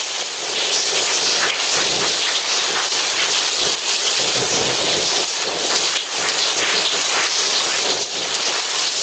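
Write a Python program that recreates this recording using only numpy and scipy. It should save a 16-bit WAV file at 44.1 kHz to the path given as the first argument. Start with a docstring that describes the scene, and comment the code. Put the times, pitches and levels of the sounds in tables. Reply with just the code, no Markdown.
"""Downpour on a driveway

Water pours off the roof edge and splatters unevenly on wet concrete, with bubbly splashes and the
sharp slaps of fat drops. Behind it, thunder rolls several times and far drops blend into a steady wash.
Now and then the whole sound dips briefly. A small mono door camera hears it from under a porch roof."""
import sys
import numpy as np
from scipy import signal
from scipy.fft import rfft, irfft
from scipy.io import wavfile

SR = 44100
rng = np.random.default_rng(int(sys.argv[2]) if len(sys.argv) > 2 else 0)


def transcribe(u):
    """Save the signal u as a 16-bit wav file named by the first command-line argument.

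    u: samples, shape (n,) or (channels, n), limited to [-1, 1]; the rate is SR.
    q: integer samples, one column per channel.
    """
    v = np.clip(np.atleast_2d(u).T, -1, 1)
    q = np.round(v * 32767).astype(np.int16)
    wavfile.write(sys.argv[1], SR, q)


N = 397782
TIME = np.arange(N) / SR
BINS_HZ = np.fft.rfftfreq(N, 1 / SR)


# How hard the water pours. Each row: time in seconds, flow level in dB, then the low slosh and the
# fine spray, both in dB compared with the flow.
STREAM_FLOW = [(0.0, -19.5, -8.5, -8), (0.5, -23.5, -8, -5), (0.99, -18.5, -10, -4.5),
               (1.59, -18, -8.5, -8), (2.12, -14.5, -16.5, -10), (2.46, -19, -8.5, -8.5),
               (3.33, -17.5, -9.5, -7), (3.54, -14.5, -14, -10), (4.09, -18, -9, -4.0),
               (4.71, -17, -11, -9.5), (5.34, -19.5, -9, -4), (5.5, -23.5, -6, -10), (5.69, -15, -16, -6),
               (5.92, -22.5, -5, -3.5), (7.81, -18.5, -8.2, -5), (8.11, -21, -13.5, -10),
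               (8.69, -16, -8, -8), (9.02, -18.5, -16, -4.5)]
# The tone of water hitting concrete. Each row: frequency in Hz, relative level in dB.
SPLATTER_TONE = [(350, -30.5), (600, 5), (761, 2), (1120, -3), (1630, -4.5), (1760, -4.5), (2000, -5.5),
                 (3030, -3), (4170, -1), (6560, -3.5), (7350, -7.5), (8230, -15), (9010, -22),
                 (11700, -59.5), (19800, -120)]

def runoff(drops_per_s=9000, drops_db=-10, fizz_db=-10, flutter_db=0.75, flutter_s=0.018):
    """The stream breaks up on the concrete: heavy lumps sound low, drops in the middle, spray high."""
    flow_db, slosh_db, spray_db = curves(STREAM_FLOW)
    hits = clumped(impacts(drops_per_s, spread_db=3.5), depth_db=1.7, span_s=0.049, span_hz=450)
    fizz = bubbles(per_s=520, cycles=50, spread_db=2.3)
    water = evened(hits) + gain_of(fizz_db) * fizz
    boomy, heavy, medium = below(877), below(2980, order=12), below(4760, order=16)
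    bands = [(heavy * (1 - boomy), slosh_db), (medium * (1 - heavy), drops_db), (1 - medium, spray_db)]
    out = np.zeros(N)
    for share, db in bands:
        level = gain_of(flow_db + db + flutter_db * wander(flutter_s))  # each size falls unevenly
        out += level * coloured(water, np.sqrt(share) * tone_curve(SPLATTER_TONE))
    return out


def clumped(x, depth_db, span_s, span_hz):
    """Drops of one size arrive in clumps, making louder and softer patches in time and pitch."""
    slices = signal.stft(x, nperseg=256, noverlap=192)[2]
    across_pitch = np.fft.fftfreq(slices.shape[0], SR / 256)[:, None] * span_hz
    along_time = np.fft.fftfreq(slices.shape[1], 64 / SR) * span_s
    blur = 1 / (1 + (np.pi * across_pitch) ** 2) / np.hypot(1, np.pi * along_time)
    patches = np.fft.ifft2(np.fft.fft2(rng.standard_normal(slices.shape)) * blur).real
    return signal.istft(slices * gain_of(depth_db * evened(patches)), nperseg=256, noverlap=192)[1][:N]


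def bubbles(per_s, cycles, spread_db, low_hz=1000, high_hz=7000, rise=0.0088):
    """Trapped air rings briefly, rising a little in pitch as it nears the surface."""
    out, t = np.zeros(N), np.arange(SR // 14) / SR
    for when, pitch, chance in rng.random((int(per_s * N / SR), 3)):
        hz = low_hz + pitch * (high_hz - low_hz)
        age = t * hz / cycles
        glide = 1 + rise * np.minimum(age, 2) / 2
        ring = np.sin(2 * np.pi * hz * t * glide) * np.exp(-age) * (1 - t / t[-1])
        size = gain_of(-spread_db * np.log(chance + np.exp(-4)))  # most are faint
        add(out, when * N / SR, size * np.sqrt(hz) * ring)  # high rings are shorter, but as strong
    return evened(out)


# Gushes of water bursting in the puddle. Each row: time in seconds, level in dB, pitch in Hz,
# spread of pitch in Hz, length in seconds.
PUDDLE_SPLASHES = [(0.62, -22, 3400, 1700, 0.11), (0.708, -22.5, 2940, 590, 0.019),
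                   (0.742, -18.5, 5100, 2500, 0.026), (0.793, -18.5, 5440, 1100, 0.071),
                   (0.974, -21.5, 3300, 1300, 0.046), (1.089, -24, 2600, 830, 0.031),
                   (1.158, -20.5, 5900, 1400, .04), (1.303, -19.5, 5000, 1400, 0.14),
                   (1.442, -20, 1570, 800, .047), (1.503, -18, 2900, 700, .009),
                   (1.535, -18.5, 2500, 700, .035), (1.749, -20, 5740, 2000, 0.069),
                   (1.784, -25, 1750, 1200, 0.067), (2.047, -23.5, 1300, 2000, 0.043),
                   (2.239, -22.5, 3470, 1200, .049), (2.291, -25, 1900, 1000, 0.047),
                   (2.365, -20, 3660, 1200, .028), (2.537, -19.5, 5150, 1700, 0.1),
                   (2.785, -21.5, 1300, 960, 0.042), (2.961, -21.5, 5170, 2200, 0.057),
                   (3.216, -20.5, 2660, 1700, 0.057), (3.32, -21, 5600, 1800, 0.03),
                   (3.361, -22.5, 3100, 1020, 0.056), (3.619, -25, 3600, 1060, 0.033),
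                   (4.078, -19, 3160, 400, .018), (4.218, -27, 3700, 1100, 0.041),
                   (4.541, -20.5, 5900, 1300, .07), (4.703, -28, 1700, 1400, 0.027),
                   (4.916, -21.5, 3880, 1200, .075), (5.104, -21, 5010, 1490, .134),
                   (5.478, -22, 4220, 550, .015), (5.73, -24.5, 1090, 1500, 0.043),
                   (5.767, -17, 4800, 1570, 0.028), (5.867, -19.5, 4440, 1450, 0.051),
                   (5.965, -19.5, 3140, 2980, 0.018), (5.994, -17, 3370, 1100, 0.043),
                   (6.27, -23, 1480, 1320, 0.042), (6.299, -19.5, 4530, 1100, 0.016),
                   (6.44, -20, 4220, 1300, .065), (6.584, -19, 5800, 1800, .022),
                   (6.647, -22, 2450, 1770, 0.07), (6.723, -23, 2280, 1700, 0.087),
                   (6.78, -17.5, 4400, 1000, 0.04), (6.866, -16.5, 3700, 900, 0.023),
                   (6.905, -20.5, 3430, 1000, 0.067), (6.952, -27.5, 800, 1500, 0.021),
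                   (7.172, -22.5, 1200, 1500, 0.055), (7.234, -23, 1950, 1250, 0.084),
                   (7.38, -20, 5160, 1690, 0.17), (7.577, -18, 4370, 1250, .038),
                   (7.909, -19, 4050, 1170, 0.035), (8.027, -20.5, 5300, 2000, 0.034),
                   (8.353, -19.5, 5900, 2200, .01), (8.475, -19.5, 5150, 1800, 0.04),
                   (8.561, -33, 1700, 1400, 0.045), (8.883, -17, 4300, 1260, 0.019)]

def splashes(lowest_hz=380, lean=0.3):
    """Each gush throws up a swarm of tiny, similar bubbles, heard as a short pitched hiss."""
    out, t = np.zeros(N), np.arange(-SR // 6, SR // 6) / SR
    hz = np.fft.rfftfreq(len(t), 1 / SR)
    no_bass = 1 - 1 / np.sqrt(1 + (hz / lowest_hz) ** 6)  # a puddle is too small to push out bass
    for s, db, pitch_hz, width_hz, length_s in PUDDLE_SPLASHES:
        band = hump((hz - pitch_hz) / width_hz) * no_bass
        since_peak = t / length_s + lean / 2
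        swell = hump(since_peak / (1 + lean * np.sign(since_peak)))  # rises faster than it dies away
        swarm = irfft(rfft(rng.standard_normal(len(t))) * band, len(t)) * swell
        add(out, s + t[0], gain_of(db) * evened(swarm) * np.sqrt(np.mean(swell ** 2)))
    return out


# Fat drops landing flat on the concrete. Each row: start in seconds, relative peak level in dB.
FAT_DROPS = [(0.613, -14), (0.743, -10), (1.295, -12), (1.504, -14), (2.222, -9), (2.367, -13),
             (3.006, -19), (3.743, -13), (5.42, -8), (5.76, -8), (5.853, -15), (5.967, -19), (6.287, -5),
             (6.39, -6), (6.864, -16), (7.015, -12), (8.343, -7), (8.347, -13)]

def slaps(level_db=1, crack_s=0.00099, scatter_s=0.018, scatter_db=-13, band_hz=(2300, 6600)):
    """A fat drop cracks on the ground, and its droplets scatter just after."""
    out, t = np.zeros(N), np.arange(SR // 12) / SR
    band = signal.butter(3, band_hz, "band", fs=SR, output="sos")
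    fade = np.exp(-t / crack_s) + gain_of(scatter_db) * np.exp(-t / scatter_s)
    for s, db in FAT_DROPS:
        burst = signal.sosfilt(band, rng.standard_normal(len(t)) * fade)
        add(out, s, gain_of(db + level_db) * burst / abs(burst).max())
    return out


# The tone of far thunder. Each row: frequency in Hz, relative level in dB.
THUNDER_TONE = [(15, -55), (25, -28.5), (75, -23.5), (113, -15.5), (139, -11), (178, -7), (217, -9.5),
                (324, -3.5), (402, 1.5), (492, 0.5), (539, 1.5), (659, -2.5), (723, 0.5), (818, -4.5),
                (1000, -7), (1300, -38), (2200, -120)]

def thunder(boom_trim_db=-20.5, rumble_trim_db=-4):
    """Shocks from all along the lightning's path arrive scattered and dulled by distance."""
    rumble_db, growl_db = rolls()
    shocks = impacts(per_s=2000, spread_db=1)
    lowest, deep, audible = below(76), below(273), below(1100)
    bands = [(lowest, rumble_db + boom_trim_db),
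             (deep * (1 - lowest), rumble_db + rumble_trim_db),
             (audible * (1 - deep), growl_db)]
    tone = tone_curve(THUNDER_TONE)
    return sum(gain_of(db) * coloured(shocks, tone * np.sqrt(share)) for share, db in bands)


# Rolls of thunder. Each row: start in seconds, seconds until it starts to fade, then the relative
# levels in dB of the deep rumble and of the hollow growl above it.
THUNDER_ROLLS = [(.52, 0.38, -47, -38), (.906, 0.096, -41, -30), (1.201, 0.087, -40.5, -32.5),
                 (1.36, 0.11, -40, -30), (1.726, 0.15, -36, -32), (1.881, 0.19, -32.5, -31),
                 (2.659, 0.1, -40, -33.5), (3.1, 0.22, -42.5, -38), (3.599, 0.077, -35, -28),
                 (4.174, 0.099, -37, -28.5), (4.342, 0.079, -29, -26), (4.499, 0.2, -29.5, -26.5),
                 (4.772, 0.22, -33, -28), (4.954, 0.088, -33.5, -31.5), (5.105, 0.11, -42, -28.5),
                 (5.44, 0.33, -39, -30), (6.172, 0.1, -36.5, -31.5), (6.55, 0.081, -35, -31.5),
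                 (6.716, 0.078, -38, -30), (6.927, 0.019, -36, -30), (7.13, 0.093, -42, -31.5),
                 (7.385, 0.44, -45, -39), (7.833, 0.15, -40, -30), (8.12, 0.21, -42, -37.5),
                 (8.453, 0.032, -48, -28)]

def rolls(rise_s=0.022, fade_s=0.047, roar_rumble_db=-48, roar_growl_db=-34.5, waver_db=1.5):
    """Relative rumble and growl levels in dB: each roll swells, holds and sinks back into a low roar."""
    waver = gain_of(waver_db * wander(span_s=0.031))
    power = (gain_of([[roar_rumble_db], [roar_growl_db]]) * waver) ** 2
    t = np.arange(SR) / SR
    for s, held_s, *levels_db in THUNDER_ROLLS:
        swell = np.minimum(t / rise_s, 1) * np.exp(-np.maximum(t - held_s, 0) / fade_s)
        for band, db in zip(power, levels_db):
            add(band, s, (gain_of(db) * swell) ** 2)
    return 10 * np.log10(power)


# Single strong shocks within the thunder. Each row: time of the peak in seconds, relative level in dB,
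# pitch in Hz, length in seconds.
THUNDER_THUDS = [(3.645, -41, 57.3, 0.049), (4.398, -27.5, 125.5, 0.055), (4.63, -42, 48, .04),
                 (4.701, -31, 126, 0.053), (4.99, -37, 70, .018)]

def thuds(level_db=-5.5):
    """A strong shock reaches the porch as a few dull swings of air pressure."""
    out, t = np.zeros(N), np.arange(-SR // 8, SR // 8) / SR
    for s, db, hz, length_s in THUNDER_THUDS:
        swing = np.sin(2 * np.pi * (hz * t + rng.random()))
        add(out, s + t[0], gain_of(db + level_db) * swing * hump(t / length_s))
    return out


# The tone of the rain all around. Each row: frequency in Hz, relative level in dB.
RAIN_TONE = [(18, -60.5), (30, -30.5), (234, -11.5), (424, -1.5), (1620, -11), (3010, 0), (4300, 0),
             (6930, 2.5), (8190, -21), (9010, -33.5), (11700, -67), (19800, -120)]

def rain(level_db=-35):
    """Countless far drops merge into an even wash."""
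    return gain_of(level_db) * coloured(rng.standard_normal(N), tone_curve(RAIN_TONE))


# Brief dips in the whole sound. Each row: time in seconds, drop of the bass and middle in dB,
# drop of the treble in dB, seconds to recover.
LEVEL_DIPS = [(0.014, 6.5, 3.5, 0.18), (.232, 4.5, 3, .2), (.806, 6, 2, 0.057), (1.509, 3, 8, .09),
              (2.388, 2.5, 2.5, 0.13), (2.886, 9.5, 2, 0.043), (3.5, 3, 1.5, 0.13), (3.753, 5.5, 8, 0.14),
              (5.248, 6, 2, 0.18), (5.975, 7, 7.5, 0.18), (6.872, 7, 3.5, 0.067), (7.272, 5, 3, .12),
              (8.035, 8, 2.5, .11), (8.603, 6, 4, 0.2), (8.88, 5.5, 4.5, 0.11)]

def dipped(x, fall_s=0.0069, treble_hz=2210):
    """The level falls suddenly and swells back, slowly at first."""
    low_db, high_db = np.zeros((2, N))
    for s, depth_db, treble_db, recovery_s in LEVEL_DIPS:
        t = np.arange(-fall_s / 2, recovery_s, 1 / SR)
        sunk = np.minimum(t / fall_s + .5, 1) * (1 - (t / recovery_s) ** 2)
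        add(low_db, s + t[0], -depth_db * sunk)
        add(high_db, s + t[0], -treble_db * sunk)
    low = irfft(rfft(x) * below(treble_hz, order=4), N)
    return low * gain_of(low_db) + (x - low) * gain_of(high_db)


# Pitches that the porch and the camera's case boost or weaken. Each row: frequency in Hz, width in Hz,
# change in dB.
PORCH_RESONANCES = [(104, 8, 4), (133.3, 12, 5), (139.4, 10, -4.5), (158.5, 5.9, 4), (250, 98, -3),
                    (418, 52, 2.5), (767, 20, 0.5), (1757, 71, 1.5), (3090, 52, 2.5), (3390, 25, 3.5),
                    (4200, 54, 0), (5220, 1600, -3.5), (7120, 400, 2)]

def porch(x):
    """The porch and the camera's case resonate, colouring everything that is heard."""
    change_db = sum(db / (1 + (2 * (BINS_HZ - hz) / width) ** 2) for hz, width, db in PORCH_RESONANCES)
    return irfft(rfft(x) * gain_of(change_db), N)


def impacts(per_s, spread_db):
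    """Clicks at random moments: many small, a few large."""
    size = gain_of(spread_db * np.minimum(rng.exponential(1, N), 4))
    return size * rng.choice([-1, 1], N) * (rng.random(N) < per_s / SR)


def wander(span_s):
    """A random curve of average size 1 that takes a new turn every span_s seconds."""
    steps = rng.standard_normal(2048)
    return evened(np.interp(TIME / span_s, np.arange(len(steps)), steps))


def gain_of(db):
    """Turns decibels into a number to multiply a sound by."""
    return 10 ** (np.asarray(db) / 20)


def evened(x):
    """Scales a signal so that its average size (rms) is 1."""
    return x / np.sqrt(np.mean(x ** 2) + 1e-20)


def hump(x):
    """A bell-shaped curve: 1 in the middle, half the power at -0.5 and 0.5."""
    return np.exp(-2 * np.log(2) * x ** 2)


def tone_curve(rows):
    """Turns a tone table into a gain for every frequency."""
    hz, db = np.transpose(rows)
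    return gain_of(np.interp(np.log(BINS_HZ + 1), np.log(hz + 1), db))


def below(edge_hz, order=8):
    """The share of power kept at each frequency by a filter that passes the lows."""
    return 1 / (1 + (BINS_HZ / edge_hz) ** order)


def coloured(x, gain):
    """Applies a gain to each frequency, then sets the average size to 1."""
    return evened(irfft(rfft(x) * gain, N))


def curves(rows):
    """Joins the rows of a timed table with straight lines, one curve for each level column."""
    times, *columns = np.transpose(rows)
    return [np.interp(TIME, times, column) for column in columns]


def add(mix, s, sound):
    """Mixes a sound in, starting at s seconds."""
    part = mix[max(round(s * SR), 0):][:len(sound)]
    part += sound[:len(part)]


def scene():
    """All the water and the thunder meet at one microphone under the porch roof."""
    mix = rain() + runoff() + splashes() + slaps() + thunder() + thuds()
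    return np.tile(porch(dipped(mix)), (2, 1))


def record(dry):
    """The camera softens the high treble, then cuts it off steeply."""
    dull = irfft(rfft(dry) * np.sqrt(below(edge_hz=8150, order=24)), N)
    steep_cut = signal.firwin(511, cutoff=9050, window=("kaiser", 9), fs=SR)
    return signal.oaconvolve(dull, steep_cut[None], "same")


dry = scene()
out = record(dry)
transcribe(out)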